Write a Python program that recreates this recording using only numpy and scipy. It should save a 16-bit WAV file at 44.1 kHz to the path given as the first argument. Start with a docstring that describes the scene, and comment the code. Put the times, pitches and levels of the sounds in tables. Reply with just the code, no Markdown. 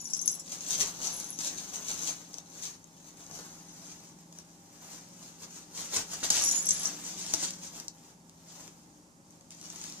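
"""Cloth, then nylon and tissue, rustle and snap as two cats move among their toys on a wooden floor.
Rustle is crackling noise, snaps are decaying noise ticks, and paws knock through a low resonance.
A string of tiny bells jingles as decaying modes; an appliance drones far off in narrow noise bands.
A hand-held phone turns from a cloth cube to a nylon tent; its microphone ports ring at 6.3-7.2 kHz."""
import sys
import numpy as np
from scipy import signal
from scipy.fft import rfft, irfft, next_fast_len
from scipy.io import wavfile
from scipy.ndimage import map_coordinates

SR = 44100
rng = np.random.default_rng(int(sys.argv[2]) if len(sys.argv) > 2 else 0)


def transcribe(u):
    """Save the signal u as a 16-bit wav file named by the first command-line argument.

    u: samples, shape (n,) or (channels, n), limited to [-1, 1]; the rate is SR.
    q: integer samples, one column per channel.
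    """
    v = np.clip(np.atleast_2d(u).T, -1, 1)
    q = np.round(v * 32767).astype(np.int16)
    wavfile.write(sys.argv[1], SR, q)


def voltage_ratio(level):
    """Linear amplitude factor for a level in decibels (scalar or array-like)."""
    return 10 ** (np.asarray(level, float) / 20)


N = 441000


def unit(x):
    """Scaled to rms 1."""
    return x / np.sqrt(np.mean(x ** 2) + 1e-20)


def along(points, hz):
    """(Hz, value) points interpolated on a log frequency axis."""
    point_hz, value = np.transpose(points)
    return np.interp(np.log(hz + 1), np.log(point_hz + 1), value)


def curves(rows):
    """One value per sample for each column after the time."""
    time_s, *columns = np.transpose(rows)
    return [np.interp(np.arange(N) / SR, time_s, column) for column in columns]


def wobble(knots_per_s):
    """A smooth random curve through normally distributed knots."""
    knots = rng.standard_normal(int(N * knots_per_s / SR) + 4)
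    return map_coordinates(knots, [np.arange(N) * knots_per_s / SR])


def filtered(x, response):
    """x times a complex response of frequency."""
    size = next_fast_len(N + 8192)
    spectrum = rfft(x, size) * response(np.fft.rfftfreq(size, 1 / SR))
    return irfft(spectrum, size)[..., :N]


def coloured(x, spectrum):
    """x through a spectrum, at rms 1."""
    return unit(filtered(x, lambda hz: voltage_ratio(along(spectrum, hz))))


def peak(f, hz, width_hz):
    """A causal resonance of gain 1 at its top."""
    return 1j * f * width_hz / (hz * hz - f * f + 1j * f * width_hz + 1e-9)


def crackle(per_s, spread_db, smooth):
    """Sub-millisecond bursts of unequal but bounded size, as fibres slip, over a share of friction noise."""
    sizes = voltage_ratio(spread_db * np.clip(rng.standard_normal(N), -2, 2))
    slips = (rng.random(N) < per_s / SR) * sizes
    decay_s = 0.00041
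    bursts = signal.lfilter([1], [1, -np.exp(-1 / (decay_s * SR))], slips) * rng.standard_normal(N)
    smooth = np.clip(smooth, 0, 1)
    return np.sqrt(1 - smooth) * unit(bursts) + np.sqrt(smooth) * rng.standard_normal(N)


def facing_tent():
    """0 while the phone faces the cube, 1 once it faces the tent; a linear turn of 1 s."""
    turn_mid_s, turn_s = 3.62, 1.0
    return np.clip((np.arange(N) / SR - turn_mid_s) / turn_s + .5, 0, 1)


def pair(response):
    """Stereo noise whose left-right likeness and balance depend on frequency, at rms 1."""
    # hz, left-right likeness (clipped to -1..1)
    likeness = [(60, 0.37), (180, 0.96), (550, 0.9), (1650, -0.86), (4970, 1), (15000, -1.1)]
    # hz, left_over_right_db
    balance = [(60, 1.5), (180, -1.5), (550, 7), (1650, 8), (4970, -10), (15000, -5.5)]

    def mid_side(hz):
        angle = np.arccos(np.clip(along(likeness, hz), -1, 1)) / 2
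        return response(hz) * [np.cos(angle), np.sin(angle)]

    mid, side = filtered(rng.standard_normal((2, N)), mid_side)
    lean = lambda hz: voltage_ratio(along(balance, hz) * np.array([[.5], [-.5]]))
    return unit(filtered(np.array([mid + side, mid - side]), lean))


def room_tone():
    """Air and microphone hiss, a motor's hum of tones, and a drone that changes as the phone moves."""
    # air spectrum: hz, relative level_db_per_hz
    air_spectrum = [(20, -31), (60, -17), (130, -10.5), (300, -12.5), (450, -21.5), (900, -20.5),
                    (1500, -30), (4000, -36), (6900, -27), (9500, -33), (16000, -42)]
    # drone bands: hz, width_hz of one resonance (applied twice), relative level_db
    drone_bands = [(189.2, 4.2, -68), (233, 108, -65.5), (297.2, 4.3, -68.5), (383.5, 6.8, -75),
                   (552, 4.8, -77), (896, 24, -76.5)]
    # drone level before trim: time_s, level_db
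    drone_level = [(0.0, -60), (1.36, -58), (2.9, -64), (3.45, -59.5), (4.6, -63.5), (6.24, -60.5),
                   (6.35, -58.5), (7.49, -55.5), (8.08, -65), (9.44, -65.5), (10.0, -58)]
    # hum tones: hz, level_db before trim
    hum_tones = [(168, -60.5), (321, -72.5), (802, -73)]
    air = voltage_ratio(-60.0) * pair(lambda hz: voltage_ratio(along(air_spectrum, hz)))
    drone = pair(lambda f: sum(voltage_ratio(db) * peak(f, hz, width_hz) ** 2 / np.sqrt(width_hz)
                               for hz, width_hz, db in drone_bands))
    t = np.arange(N) / SR
    hum = np.zeros(N)
    for hz, db in hum_tones:
        tone_gain = voltage_ratio(db + 2.5 + 1.9 * wobble(2.994))
        hum += tone_gain * np.sin(2 * np.pi * hz * t + 0.5 * wobble(4))
    level_db = curves(drone_level)[0]
    hum_gain = voltage_ratio(0.8 * (level_db - level_db.mean()))
    return air + hum_gain * hum + voltage_ratio(level_db + 1.0) * drone


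def strikes():
    """Rows (s, dB of each bell): clear strikes that jog the other bells on the string, then loose rattle."""
    # one list for each bell: start_s, level_db before trim
    clear_strikes = [
        [(0.004, -41), (0.055, -34.5), (0.1344, -25), (0.1484, -28), (0.1913, -32.5), (0.2144, -35.5),
         (0.224, -42), (0.2773, -28), (0.329, -33), (1.07, -33), (1.1976, -51)],
        [(0.0022, -33.5), (0.043, -35), (0.1344, -40), (0.2144, -42), (6.4583, -32), (6.4756, -25),
         (6.489, -22), (6.5117, -17), (6.5216, -22), (6.545, -22), (6.5633, -35), (6.5803, -27)],
        [(0.1344, -31.5), (0.1484, -43), (0.2144, -32.5), (0.2773, -32), (0.2937, -27.5)],
        [(0.015, -50), (0.043, -42), (0.055, -46), (0.064, -39), (0.12, -43), (0.135, -38), (0.176, -37),
         (0.2144, -34), (0.259, -23), (0.2773, -24), (0.3175, -26), (0.3426, -33), (0.3516, -28.5),
         (1.1127, -47), (1.1272, -37), (1.1405, -30), (1.1643, -31), (1.1976, -33), (1.2903, -41),
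         (1.3037, -30), (1.3279, -41), (6.316, -40), (6.327, -36), (6.336, -37), (6.4213, -30), (6.4381, -26),
         (6.4467, -23), (6.489, -28), (6.524, -24), (6.5635, -33), (6.6059, -34), (6.6263, -32), (6.6574, -25),
         (6.707, -41.5), (6.7266, -31), (6.7356, -29), (6.7445, -32), (6.8074, -39)],
        [(0.055, -48), (0.1344, -32), (0.1484, -42), (0.1913, -35), (0.2144, -30), (0.224, -37),
         (0.2773, -15.5), (0.2937, -37), (0.329, -38), (1.07, -37), (6.6711, -25), (6.6884, -23), (6.707, -22),
         (6.834, -31), (6.8555, -30)],
        [(6.4213, -23), (6.4381, -29), (6.4583, -21), (6.4756, -29), (6.489, -21.5), (6.5117, -26),
         (6.5633, -37), (6.6278, -38), (6.668, -24), (6.676, -30), (6.6884, -23), (6.707, -21), (6.8079, -36),
         (6.834, -27), (6.8555, -21.5)],
        [(6.4213, -28), (6.4381, -30), (6.5117, -29), (6.6884, -19), (6.707, -19.5), (6.8555, -30)],
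    ]
    # swings of the string: start_s, end_s, then level_db of each bell before trim
    swings = [(0, 0.402, -44, -54, -47, -42, -62, -72.5, -61),
              (1.11, 1.352, -49, -67, -65.5, -48, -54, -67, -65),
              (6.441, 6.598, -54, -32, -60, -38, -52, -43, -38),
              (6.599, 6.877, -53, -54, -64, -42, -39, -42, -40)]
    jog_db, jog_spread_db = -24, 2.5
    rattle_spread_db, contacts_per_swing = 4.5, 20
    count = len(clear_strikes)
    rows, others = [], 1 - np.eye(count)
    for struck, hits in enumerate(clear_strikes):
        for s, db in hits:
            jog = jog_db + jog_spread_db * rng.standard_normal(count)
            rows.append((s, *(db + others[struck] * jog)))
    for start_s, end_s, *levels in swings:
        for s in rng.uniform(start_s, end_s, contacts_per_swing):
            rows.append((s, *(levels + rattle_spread_db * rng.standard_normal(count))))
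    return rows


def bells():
    """Each strike rings every mode at a new strength, unlike at each port; the loose pea then rebounds."""
    # modes of each bell: hz, relative level_db, t60_s
    bell_modes = [
        [(5310, -9, 0.11), (5760, -14, 0.13), (5830, -12, 0.08), (5830, -9.5, 0.19)],
        [(6902, 0, 0.1), (6580, -16, .06), (5260, -13, 0.087)],
        [(7000, -19, .1), (7200, -9.5, .12), (7630, -21, .12), (7700, -15, 0.31), (7800, -16, 0.18),
         (8000, -14, .04), (9150, -8, 0.063), (9440, -16, 0.06)],
        [(10760, -12.5, 0.13), (10920, -8, 0.053), (11020, -7, 0.025), (11370, -14, .015), (12200, -20, 0.02)],
        [(6100, -25, .03), (6266, -9, 0.08), (6350, -5.5, 0.081)],
        [(5200, -11, 0.046), (5740, -12, 0.073), (5820, -8, 0.071), (5930, -8, 0.054)],
        [(7100, -16, .06), (7267, -17, .05), (7564, -14, 0.069), (7650, -5.5, 0.053), (8320, -11, .04),
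         (9460, -9, 0.043)],
    ]
    # extra strength of each bell's first cycles (ratio)
    clanks = [1.9, .1, 1.3, 1.1, 2.2, 1.44, 1.9]
    # rise time constant of each bell: onset_s
    onsets = [.0003, 0.0014, 0.00025, 0.00052, 0.00024, 0.00025, 0.00026]
    trims_db = [-10.5, -11.0, -8.5, -3.0, -13.5, -10.5, -10.5]
    tick_db, tick_t60_s = -20, 0.0027  # contact noise re the loudest bell of the strike
    out, t = np.zeros((2, N + SR)), np.arange(SR // 5) / SR
    for s, *levels in strikes():
        at = round(s * SR)
        tick_gain = voltage_ratio(max(levels) + tick_db - 60 * t[:300] / tick_t60_s)
        out[:, at:][:, :300] += tick_gain * rng.standard_normal(300)
        for modes, db, trim_db, clank, onset_s in zip(bell_modes, levels, trims_db, clanks, onsets):
            hz, mode_db, t60_s = np.transpose(modes)[:, :, None]
            both, left, right, detune = rng.standard_normal((4, len(modes), 1))
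            luck_db = 1.4 * both + 0.68 * np.array([left, right])
            size = voltage_ratio(db + trim_db + mode_db + luck_db - 60 * t / t60_s)
            phase = 2 * np.pi * hz * (1 + 0.0014 * detune) * t + 0.71 * np.array([right, left])
            ring = np.sum(size * np.sin(phase), axis=1)
            ring *= 1 - np.exp(-t / max(onset_s, 1 / SR))
            ring *= 1 + clank * np.exp(-t / 0.0036)  # the first cycles die fast
            out[:, at:][:, :len(t)] += ring
            for wait, luck in rng.random((3, 2)):
                rebound = round((s + .003 + .045 * wait) * SR)
                out[:, rebound:][:, :len(t)] += voltage_ratio(-22.0 - 7.52 * wait - 7.4 * luck) * ring
    return out[:, :N]


def snaps():
    """Creases give a dry tick, hard ones add a white crack and a hiss; paws knock softly through the frame."""
    # creases and paws: start_s, level_db before trims, knock_db re the snap before trims
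    events = [(0.4788, -36, -15.5), (0.665, -32, -32), (0.7485, -25, -28), (0.86, -24, -31),
              (1.0302, -28, -21), (1.2004, -24, -37), (1.3892, -21, -24), (1.5456, -34, -35.5),
              (1.905, -23.5, -31), (2.0332, -23.5, -20), (2.342, -27.5, -24), (2.3841, -28.5, -23),
              (2.8423, -37.5, -33), (3.2656, -36, -26), (3.3123, -32, -14), (3.41, -46, -37),
              (4.3262, -35.5, -26), (4.3866, -30.5, -23), (5.9332, -25, -15), (5.969, -21, -22),
              (6.0006, -41.5, -22.5), (6.23, -29.5, -8), (6.2449, -22, -17), (6.3028, -9.5, -23.5),
              (6.3049, -12, -30), (6.3061, -18, -30), (7.265, -22, -40.5), (7.3373, -10, -22),
              (7.339, -15, -35), (7.3454, -17, -25), (7.507, -23, -43), (7.7528, -31, -26),
              (7.8, -24.5, -33), (7.882, -23, -47), (8.2956, -36, -24.5), (8.678, -39, -10),
              (9.307, -41.5, -26), (9.325, -50, -25.5), (9.41, -43, -21), (9.506, -29.5, -42.5),
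              (9.5487, -39, -28), (9.6135, -32, -26.5), (9.6274, -35, -22), (9.7014, -29, -27),
              (9.7256, -35.5, -27), (9.7593, -30, -28), (9.815, -31, -27), (9.84, -26, -24),
              (9.866, -32, -31), (9.899, -28, -30), (9.9235, -30, -34)]
    tick, crack, knock = np.zeros((3, N + SR))
    t = np.arange(SR // 10) / SR
    for s, db, knock_db in events:
        snap_noise, knock_noise = rng.standard_normal((2, len(t)))
        snap_noise = snap_noise / np.std(snap_noise[:30])  # the first 0.7 ms sets the level
        at, hard = round(s * SR), np.clip((db + 25) / 18, 0, 1)
        decay = voltage_ratio(-60 * t / 0.0069) + 0.17 * hard * voltage_ratio(-60 * t / 0.067)  # tick, then hiss
        tick[at:][:len(t)] += voltage_ratio(db - 1.5) * snap_noise * decay
        crack[at:][:len(t)] += voltage_ratio(db - 8) * hard * voltage_ratio(-60 * t / 0.00032)
        knock[at:][:len(t)] += voltage_ratio(db + knock_db + 11.0) * knock_noise * voltage_ratio(-60 * t / 0.036)
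    dry_tick = filtered(tick[:N], lambda f: peak(f, 5430.0, 4550) ** 2)
    white_crack = filtered(crack[:N], lambda f: peak(f, 9500, 15000))
    soft_knock = filtered(knock[:N], lambda f: peak(f, 320, 850) + 1.0 * peak(f, 320.0, 160))
    return dry_tick + white_crack + soft_knock


def effort_db():
    """Drive of fabric and frame: every swish rises and falls steadily in dB over the faint stirring."""
    # faint rustle that never stops: time_s, level_db before trims
    stirring = [(0, -51), (0.45, -55), (1.25, -46), (1.65, -51), (2.2, -67), (2.45, -62), (2.9, -61),
                (3.55, -54), (4.1, -64), (4.55, -65.5), (5.4, -61), (5.7, -66), (6.2, -55), (6.6, -69),
                (7.05, -49), (7.57, -55.5), (8, -70), (8.25, -69), (8.88, -70), (9.48, -75.5), (9.6, -57.5),
                (10, -54)]
    # moves of a cat against the fabric: peak_s, peak_db before trims, rise_s per 20 dB, fall_s per 20 dB,
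    # frame_db over the fabric; rise and fall shorter than sharpest_s are raised to it
    swishes = [(0.146, -47, -0.5, 1, -12), (0.521, -35.5, 0.07, 0.17, -13),
               (0.715, -26.5, 0.1, 0.12, -16.5), (0.818, -23.5, 0.0739, 0.0267, -11.5),
               (0.88, -34, 0.06, 0.08, -11), (1.048, -30.5, 0.1, 0.23, -12),
               (1.394, -34.5, -0.02, 0.5, -14), (1.476, -27, 0.07, -0.02, -28),
               (1.6, -47.5, -0.26, 0.21, -2.5), (1.737, -33.5, -0.06, 0.09, -9),
               (1.909, -34, 0.15, 0.36, -11), (2.086, -28, 0.14, 0.0647, -14),
               (2.39, -47.5, 0.2, -0.08, -11), (2.656, -36, 0.18, 0.0947, -11.5),
               (3.07, -48.5, 0.04, 0.08, -8.5), (3.172, -50, 0, 0.23, -5), (3.344, -42, 0.15, 0.35, -8.5),
               (3.879, -46, 0.48, 0.28, -8.5), (4.393, -52.5, 0.1, 0.04, -7.5),
               (4.925, -46.5, 0.24, 0.12, -3.5), (5.291, -53.5, 0.96, .06, -5.5),
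               (5.434, -42.5, 0.06, 0.03, -7), (5.5, -54, 0.1, 0.5, -6), (5.575, -47.5, 0.13, 0.07, -7),
               (5.785, -36, 0.08, 0.23, -9), (5.941, -34, 0.0268, 0.11, -6.5),
               (5.964, -26.5, 0.0453, 0.06, -9.5), (6.02, -43, 0.01, -0.2, -8),
               (6.123, -36, 0.06, 0.11, -8), (6.246, -30.5, 0.03, 0.05, -10.5),
               (6.31, -30, 0.0129, 0.1, -11), (6.36, -26.5, 0.1135, 0.34, -10),
               (6.69, -36, -0.4, 0.31, -12.5), (6.85, -35.5, 0.15, 0.16, -8.5), (7.0, -46, 0, 0.58, -9.5),
               (7.3, -41.5, 1, 0.1, -11), (7.341, -40.5, 0.2, 0.2, -21),
               (7.434, -34.5, 0.26, 0.1344, -10.5), (7.64, -43, 0.1, 0.21, -9), (7.77, -42, 0.07, 0.08, -6),
               (8.104, -55.5, 0.3, 0.04, -3.5), (8.53, -51.5, 0.1, 0.42, -7), (8.64, -50, 0.33, 0.08, -5),
               (9.317, -64, 0.1, 0.6, -5), (9.512, -52.5, -0.03, 0.4, -10.5), (9.63, -51, 0, 0.2, -6.5),
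               (9.76, -48.5, 0.17, 1.5, -10), (9.87, -44, 0.22, 0.14, -9.5)]
    fidget_db, fidget_per_s, sharpest_s = 2.9, 14, .01
    frame_base_db, frame_growth = -56.5, 0.75  # frame at -49.5 dB of stirring; dB gained per dB of rustle
    t = np.arange(N) / SR
    stir_db = curves(stirring)[0] + fidget_db * wobble(fidget_per_s)
    fabric_power = voltage_ratio(2 * stir_db)
    frame_power = voltage_ratio(2 * (frame_base_db + frame_growth * (stir_db + 49.5)))
    for s, db, rise_s, fall_s, frame_db in swishes:
        rise_s, fall_s = max(rise_s, sharpest_s), max(fall_s, sharpest_s)
        near = slice(max(round((s - 2 * rise_s) * SR), 0), round((s + 2 * fall_s) * SR))
        under_db = 20 * np.maximum((s - t[near]) / rise_s, (t[near] - s) / fall_s)
        fabric_power[near] += voltage_ratio(2 * (db - under_db))
        frame_shape = voltage_ratio(-2 * frame_growth * under_db) - voltage_ratio(-2 * frame_growth * 41)
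        frame_power[near] += voltage_ratio(2 * (db + frame_db)) * np.maximum(frame_shape, 0)
    return 10 * np.log10(fabric_power), 10 * np.log10(frame_power)


def rustle():
    """Cloth, then nylon and tissue, crackle in clumps; the hollow frame under them rumbles along."""
    # spectra: hz, relative level_db_per_hz
    cloth_spectrum = [(300, -28.5), (1200, -12), (2300, -5), (4000, 2), (6000, 1.5), (9000, -0.5),
                      (12000, -8.5), (16000, -14)]
    nylon_spectrum = [(300, -50), (1200, -7.5), (2500, -1), (4800, 4.5), (7000, 2), (9500, -0.5),
                      (11500, -16.5), (13500, -31), (16000, -26)]
    frame_spectrum = [(60, -8.5), (150, -2.5), (500, -2), (900, -0.5), (1600, -5.5), (3000, -10.5)]
    (rustle_db, frame_db), tent = effort_db(), facing_tent()
    cloth = coloured(crackle(per_s=800, spread_db=4.5, smooth=0.23), cloth_spectrum)
    nylon = coloured(crackle(per_s=900, spread_db=4.0, smooth=0.32), nylon_spectrum)
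    frame = coloured(crackle(per_s=250, spread_db=5.0, smooth=0.56), frame_spectrum)
    clumps_db = 0.86 * wobble(35) + 1.73 * wobble(200)
    fabric = voltage_ratio(-7.5) * (1 - tent) * cloth + voltage_ratio(-5.5) * tent * nylon
    sheet = voltage_ratio(rustle_db + clumps_db) * fabric
    dull = filtered(sheet, lambda hz: 1 / (1 + (hz / 11500) ** 6))
    brisk = np.clip((rustle_db + 65) / 28, 0, 1)  # gentle moves lack the highest treble
    return dull + brisk * (sheet - dull) + voltage_ratio(frame_db + 0.16 * clumps_db) * frame


def direct(x):
    """The straight path: one port hears it sooner, and the phone's body shades the treble of the other."""
    # direction: left_lag_s, left_over_right_db, further_db at 10 kHz (linear in Hz)
    cube_path = (-0.00027, 5.5, 0.84)
    tent_path = (.00008, 2.3, -3)
    side, tent = np.array([[.5], [-.5]]), facing_tent()

    def path(lag_s, db, treble_db):
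        return lambda hz: (voltage_ratio(side * (db + treble_db * hz / 10000))
                           * np.exp(-2j * np.pi * hz * side * lag_s))

    return filtered(x * (1 - tent), path(*cube_path)) + filtered(x * tent, path(*tent_path))


def room(x):
    """Each frequency dies at its own speed; every 1/25 s of sound meets new echoes."""
    # decay: hz, t60_s
    decay = [(200, 0.21), (2000, 0.22), (7000, 0.14), (14000, 0.048)]
    out, hop, size = np.zeros((2, N + SR)), SR // 25, SR // 5
    noise = rng.standard_normal((N // hop, 2, size))
    hz, t, z = signal.stft(noise, SR, nperseg=128)
    alike = np.sinc(np.minimum(2 * hz * 0.19 / 343, 1))[:, None]  # long waves reach both ports alike
    z[:, 1] = alike * z[:, 0] + np.sqrt(1 - alike ** 2) * z[:, 1]
    fade = voltage_ratio(-60 * t / along(decay, hz)[:, None])
    tails = signal.istft(z * fade, SR, nperseg=128)[1]
    tails /= np.sqrt(np.mean(np.sum(tails ** 2, axis=2)))
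    pieces = x[:len(tails) * hop].reshape(-1, 1, hop)
    wet = signal.fftconvolve(pieces, tails, axes=2)
    for k, piece in enumerate(wet):
        out[:, k * hop + 70:][:, :piece.shape[1]] += piece  # 70 samples after the direct sound
    return out[:, :N]


def ports(x):
    """The air in each microphone port resonates, the left one more sharply for sound from the cube's side."""
    # left port, right port: hz, width_hz, ring_db added to the plain sound
    cube_ports = [(6306, 480, 14.86), (6700, 1650, 5.8)]
    tent_ports = [(6290, 1050, 10.9), (7170, 1020, 8.5)]
    tent = facing_tent()

    def ring(both):
        return lambda f: np.array([1 + voltage_ratio(db) * peak(f, hz, width_hz) for hz, width_hz, db in both])

    return filtered(x * (1 - tent), ring(cube_ports)) + filtered(x * tent, ring(tent_ports))


def scene():
    """Sharp sounds arrive mostly direct, the broad rustle mostly by way of floor and walls."""
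    jingle, cracks, soft = bells(), snaps(), rustle()
    near = direct(jingle + cracks + voltage_ratio(-5.5) * soft)
    echoes = room(voltage_ratio(-5.5) * jingle[0] + voltage_ratio(-10.0) * cracks + voltage_ratio(-4.0) * soft)
    return ports(near + echoes) + room_tone()


def band_limit(x):
    """A steep low-pass at the top of the band."""
    return signal.sosfilt(signal.butter(12, 16660, fs=SR, output="sos"), x)


def record(dry):
    """The phone's band limit: 34 dB down from 15.5 kHz up."""
    limited = filtered(dry, lambda hz: np.where(hz < 15500, 1, voltage_ratio(-34.0)))
    return band_limit(limited)


dry = scene()
out = record(dry)
transcribe(out)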